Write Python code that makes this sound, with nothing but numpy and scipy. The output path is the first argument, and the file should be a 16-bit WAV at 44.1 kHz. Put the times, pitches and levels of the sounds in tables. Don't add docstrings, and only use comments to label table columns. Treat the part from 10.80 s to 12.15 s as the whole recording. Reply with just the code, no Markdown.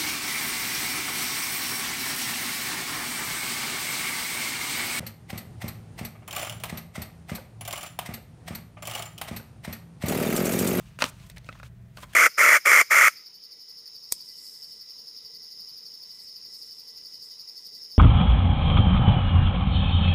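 import sys
import numpy as np
from scipy import signal
from scipy.fft import rfft, irfft, next_fast_len
from scipy.io import wavfile
from scipy.ndimage import uniform_filter1d

SR = 44100
rng = np.random.default_rng(int(sys.argv[2]) if len(sys.argv) > 2 else 0)


def rack_gain(trim_db):
    fader = np.asarray(trim_db, float)
    return 10 ** (fader / 20)


def unload_wav(signal):
    wavfile.write(
        sys.argv[1],
        SR,
        np.round(np.clip(np.atleast_2d(signal).T, -1, 1) * 32767).astype(np.int16),
    )


N = 59535


def shaped(x, points):
    size = next_fast_len(x.shape[-1] + 4096)
    hz, db = np.transpose(points)
    bins_hz = np.arange(size // 2 + 1) * SR / size
    gain = rack_gain(np.interp(np.log(bins_hz + 1), np.log(hz), db, left=-80, right=-80))
    cepstrum = irfft(np.log(gain), size)
    cepstrum[1:size // 2] *= 2
    cepstrum[size // 2 + 1:] = 0
    response = np.exp(rfft(cepstrum))
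    y = irfft(rfft(x, size) * response, size)[..., :x.shape[-1]]
    return y / np.sqrt(np.mean(gain ** 2))


def resonance(x, hz, width_hz):
    r = np.exp(-np.pi * width_hz / SR)
    poles = [1, -2 * r * np.cos(2 * np.pi * hz / SR), r * r]
    return signal.lfilter([(1 - r * r) / 2, 0, (r * r - 1) / 2], poles, x)


def narrow_noise(hz, width_hz, db):
    x = resonance(rng.standard_normal(N + SR), hz, width_hz)[SR:]
    return rack_gain(db) * x / x.std()


# frequency in Hz, level in dB.
RUMBLE_SPECTRUM = [(13, -69.5), (22, -16.5), (48, 3.5), (92, -1), (108, 0), (160, 0), (181, 0),
                   (216, -10.5), (260, -30.5), (340, -90), (570, -120)]


def appliance_rumble():
    return rack_gain(-49) * shaped(rng.standard_normal(N + SR), RUMBLE_SPECTRUM)[SR:]


# frequency in Hz, level in dB.
AIR_SPECTRUM = [(130, -56), (220, -11.5), (332, -12), (370, -11), (681, -21.5), (1420, -24), (1830, -25),
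                (2220, -51), (16000, -35)]
# frequency in Hz, bandwidth in Hz, level in dB.
FAN_WHISTLES = [(660, 31, -73), (1890, 380, -74)]


def air_noise():
    air = rack_gain(-68) * shaped(rng.standard_normal(N + SR), AIR_SPECTRUM)[SR:]
    return air + sum(narrow_noise(*row) for row in FAN_WHISTLES)


def room_tone():
    hum = narrow_noise(hz=118.1, width_hz=1.7, db=-52.5)
    return appliance_rumble() + air_noise() + hum


def room_tail(x):
    t60_s, level_db, wall_cut_hz = 0.24, -22.5, 1300
    t = np.arange(SR // 2) / SR
    tail = rng.standard_normal(len(t)) * rack_gain(-60 * t / t60_s) * (t > .004)
    tail = signal.lfilter([1], [1, -np.exp(-2 * np.pi * wall_cut_hz / SR)], tail)
    return rack_gain(level_db) * signal.fftconvolve(x, tail / np.sqrt(np.sum(tail ** 2)))[:N]


# frequency in Hz, level in dB.
SHEET_BODY = [(250, -3), (600, -12.5), (1000, -2), (1900, -6.5), (2500, -1.5), (4200, -7.5), (6500, -11),
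              (9000, -30)]


def sheet_body(x):
    return shaped(x, SHEET_BODY)


# frequency in Hz, level in dB.
SHEET_TREBLE = [(2650, -15), (4500, -5), (6000, -4.5), (8500, -0.5), (10000, -4.5), (12000, -5.5),
                (15500, -8), (21000, -7)]


def sheet_treble(x):
    return shaped(x, SHEET_TREBLE)


def grains(shape):
    per_s, spread_db = 15000, 2
    happens = rng.random(shape) < per_s / SR
    strength = rack_gain(spread_db * np.minimum(rng.exponential(1, shape), 5))
    x = happens * strength * rng.choice([-1, 1], shape)
    return x / x.std()


def crackles():
    per_s, cycles = 900, 10
    happens = rng.random(N) < per_s / SR
    clicks = happens * rack_gain(4.0 * np.minimum(rng.exponential(1, N), 3)) * rng.choice([-1, 1], N)
    dealt = rng.integers(0, 16, N)
    x = np.zeros(N)
    for k, hz in enumerate(np.geomspace(1000, 9000, 16)):
        x += resonance(clicks * (dealt == k) + 1e-18, hz, 0.73 * hz / cycles) / np.sqrt(hz)
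    return x / x.std()


# time in seconds, level in dB, treble in dB relative to the level.
HAND_MOVES = [(0, -62.5, -3.5), (.08, -64.5, -3), (.11, -72.5, -0.5), (.18, -71, -7), (.31, -61, -7),
              (.37, -64, -2), (.44, -58, -6), (.52, -73, 3.5), (.55, -69, -5.5), (.63, -67.5, -10),
              (.66, -62.5, -4), (.77, -62, -9), (.87, -70, -6.5), (.9, -77.5, -3), (1.129, -74, -6),
              (1.164, -67, -0.5), (1.27, -68, 1), (1.35, -63.5, -11)]


def handling_envelopes():
    t = np.arange(N) / SR
    s, db, treble_db = np.transpose(HAND_MOVES)
    return rack_gain(np.interp(t, s, db)), rack_gain(np.interp(t, s, db + treble_db))


# start in seconds, length in seconds, level in dB, treble in dB,
# ring of the cupped sheet in Hz.
SHEET_SLIDES = [(0.0, 0.01, -72, -3, 2540), (0.054, .11, -72.5, -20, 2310),
                (0.187, 0.036, -50.5, 1.5, 2440), (0.208, .017, -39, -14, 1390),
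                (0.24, 0.024, -42, -3.5, 1055), (.262, 0.025, -51.5, 0, 1000),
                (0.286, .013, -55, 6.5, 5960), (0.463, 0.0075, -64.5, 1.5, 2870),
                (0.5615, 0.0071, -57, -2, 1960), (0.495, 0.016, -64, -19, 2000),
                (0.788, 0.01, -71.5, 3.5, 2500), (.83, .05, -73, 5, 6830), (0.844, .02, -63.5, -13, 2324),
                (1.167, 0.0282, -62.5, 3, 1480), (1.201, 0.038, -58.5, 0.5, 1520),
                (1.224, 0.018, -57.5, -2.5, 2020), (1.291, .04, -68, -7, 1120), (1.327, .03, -58, -3, 2790)]


def slide_envelopes(friction):
    attack_s, t60_s, cup_width = .002, .022, 0.067
    t = np.arange(N) / SR
    body, top, cups = np.zeros((3, N))
    for start, length, level_db, treble_db, hz in SHEET_SLIDES:
        swell = np.clip((t - start) / attack_s, 0, 1)
        release_db = -60 * np.maximum(t - start - length, 0) / t60_s
        shape = swell * rack_gain(level_db + release_db)
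        body += shape
        top += shape * rack_gain(treble_db)
        cups += resonance(friction * shape + 1e-18, hz, cup_width * hz) * np.sqrt(SR / hz)
    return body, top, cups


def rustle():
    crackle_db, flutter_db, flutter_samples = -9.5, 0.73, 150
    wander = uniform_filter1d(rng.standard_normal((2, N)), size=flutter_samples) * np.sqrt(flutter_samples)
    low, high = grains((2, N)) * rack_gain(flutter_db * wander)
    hand_body, hand_top = handling_envelopes()
    slide_body, slide_top, cups = slide_envelopes(low)
    body, top = hand_body + slide_body, hand_top + slide_top
    paper = sheet_body(low * body) + sheet_treble(high * top)
    return paper + cups + rack_gain(crackle_db) * body * crackles()


# frequency in Hz, level in dB, decay t60 in seconds.
DESK_MODES = [(165.8, -39, 0.083), (275, -11, 0.067), (571, 2, 0.018), (678, -20.5, .05)]


def desk_ring(knocks):
    out = np.zeros(len(knocks))
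    for hz, db, t60 in DESK_MODES:
        r, w = rack_gain(-60 / (t60 * SR)), 2 * np.pi * hz / SR
        out += signal.lfilter([0, rack_gain(db) * np.sin(w)], [1, -2 * r * np.cos(w), r * r], knocks + 1e-18)
    return out


# multiple of the pitch, level in dB.
SHEET_OVERTONES = [(1.0, 2.5), (1.95, -1), (2.85, -5)]


def sheet_rings(push, hz, treble_db):
    width, follows = 0.14, 0.23
    rings = np.zeros(len(push))
    for k, (multiple, db) in enumerate(SHEET_OVERTONES):
        mode = resonance(push, multiple * hz, width * hz * np.sqrt(multiple))
        rings += rack_gain(db + k * follows * treble_db) * (-1) ** k * mode
    return rings


def peak_one(x):
    return x / np.abs(x).max()


def blows(rows, desk_db, crack_db):
    length, crack_at_s, crack_follows = 2500, .0003, .36
    ring_db, treble_decay_share = 8, .6
    t = np.arange(length) / SR
    peak_db, t60_s = np.array(rows)[:, 1:2], np.array(rows)[:, 3:4]
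    crackle = grains((len(rows), length)) * np.minimum(t / crack_at_s, 1)
    crack = np.exp(-.5 * ((t - crack_at_s) * SR) ** 2)
    burst = crackle + rack_gain(crack_db + crack_follows * peak_db) * crack
    fall_db = -60 * t / np.clip(t60_s, .003, .1)
    pushes = burst * rack_gain(fall_db)
    bodies = sheet_body(pushes)
    tops = sheet_treble(burst * rack_gain(fall_db / treble_decay_share))
    out, knocks = np.zeros((2, N + SR))
    for (s, db, hz, _, treble_db), body, top, push in zip(rows, bodies, tops, pushes):
        i = int(s * SR)
        rings = sheet_rings(push, hz, treble_db)
        body = peak_one(body) + rack_gain(ring_db) * peak_one(rings)
        out[i:i + length] += rack_gain(db) * (peak_one(body) + rack_gain(treble_db) * peak_one(top))
        knocks[i:i + 60] += rack_gain(db + desk_db) * np.hanning(60) / 10
    return (out + desk_ring(knocks))[:N]


# time in seconds, peak in dB, sheet ring in Hz, decay t60 in seconds, treble in dB.
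FINGER_PATS = [(.399, -47.5, 2130, 0.032, -7), (.6445, -43, 2260, 0.017, -8), (.663, -51, 2400, 0.036, -12),
               (.667, -47, 2600, 0.017, -15), (.6891, -26.5, 1343, 0.03, -31),
               (.7262, -37.5, 2050, 0.022, -20), (.7518, -43.5, 1016, 0.083, -16),
               (.799, -37, 1340, 0.021, -18), (.830, -35.5, 1340, .03, -9.5), (.866, -49, 3545, .02, -17.5),
               (1.181, -40, 593, 0.037, -16), (1.227, -44, 2110, 0.035, -12),
               (1.230, -33.5, 1120, 0.064, -17), (1.238, -45, 587, 0.02, -20)]


def finger_pats():
    return blows(FINGER_PATS, desk_db=-16, crack_db=20)


# time in seconds, peak in dB, sheet ring in Hz, decay t60 in seconds, treble in dB.
CREASE_SNAPS = [(.1890, -24.5, 1460, 0.01, -12), (.2050, -23, 1870, 0.019, -3),
                (.2130, -27.5, 1510, 0.12, -6), (.2214, -7.5, 1354, 0.012, -7),
                (.2226, -6, 2410, 0.018, -11.5), (.2246, -12, 1034, 0.06, -8),
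                (.2402, -12.5, 1280, 0.032, -7), (.2409, -8.5, 2950, .01, -14),
                (.254, -25, 2500, 0.025, -11), (.4725, -73.5, 2950, 0.034, 4.5),
                (.4915, -65, 3000, 0.0068, 18), (.4988, -35, 2010, 0.039, 3), (.514, -50, 2380, 0.055, -5),
                (.5708, -35.5, 1970, 0.038, -41), (.5814, -36.5, 2250, 0.021, 1.5),
                (1.1722, -31, 1480, 0.024, -2.5), (1.3345, -36, 1670, 0.047, -2)]


def crease_snaps():
    return blows(CREASE_SNAPS, desk_db=-20.5, crack_db=23.5)


def scene():
    paper = rustle() + finger_pats() + crease_snaps()
    paper = signal.sosfilt(signal.butter(2, 146, "high", fs=SR, output="sos"), paper)
    return (room_tone() + room_tail(paper) + paper)[None]


def low_pass(x):
    return signal.sosfilt(signal.butter(12, 16480, fs=SR, output="sos"), x)


def record(dry):
    echo_s, echo_share = .0004, -0.043
    n = np.arange(N)
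    x = dry + echo_share * np.interp(n - echo_s * SR, n, dry[0])
    x = signal.sosfilt(signal.butter(2, 35, "high", fs=SR, output="sos"), x)
    x = signal.sosfiltfilt(signal.cheby2(6, 12, 16000, fs=SR, output="sos"), x)
    return low_pass(x)


dry = scene()
out = record(dry)
unload_wav(out)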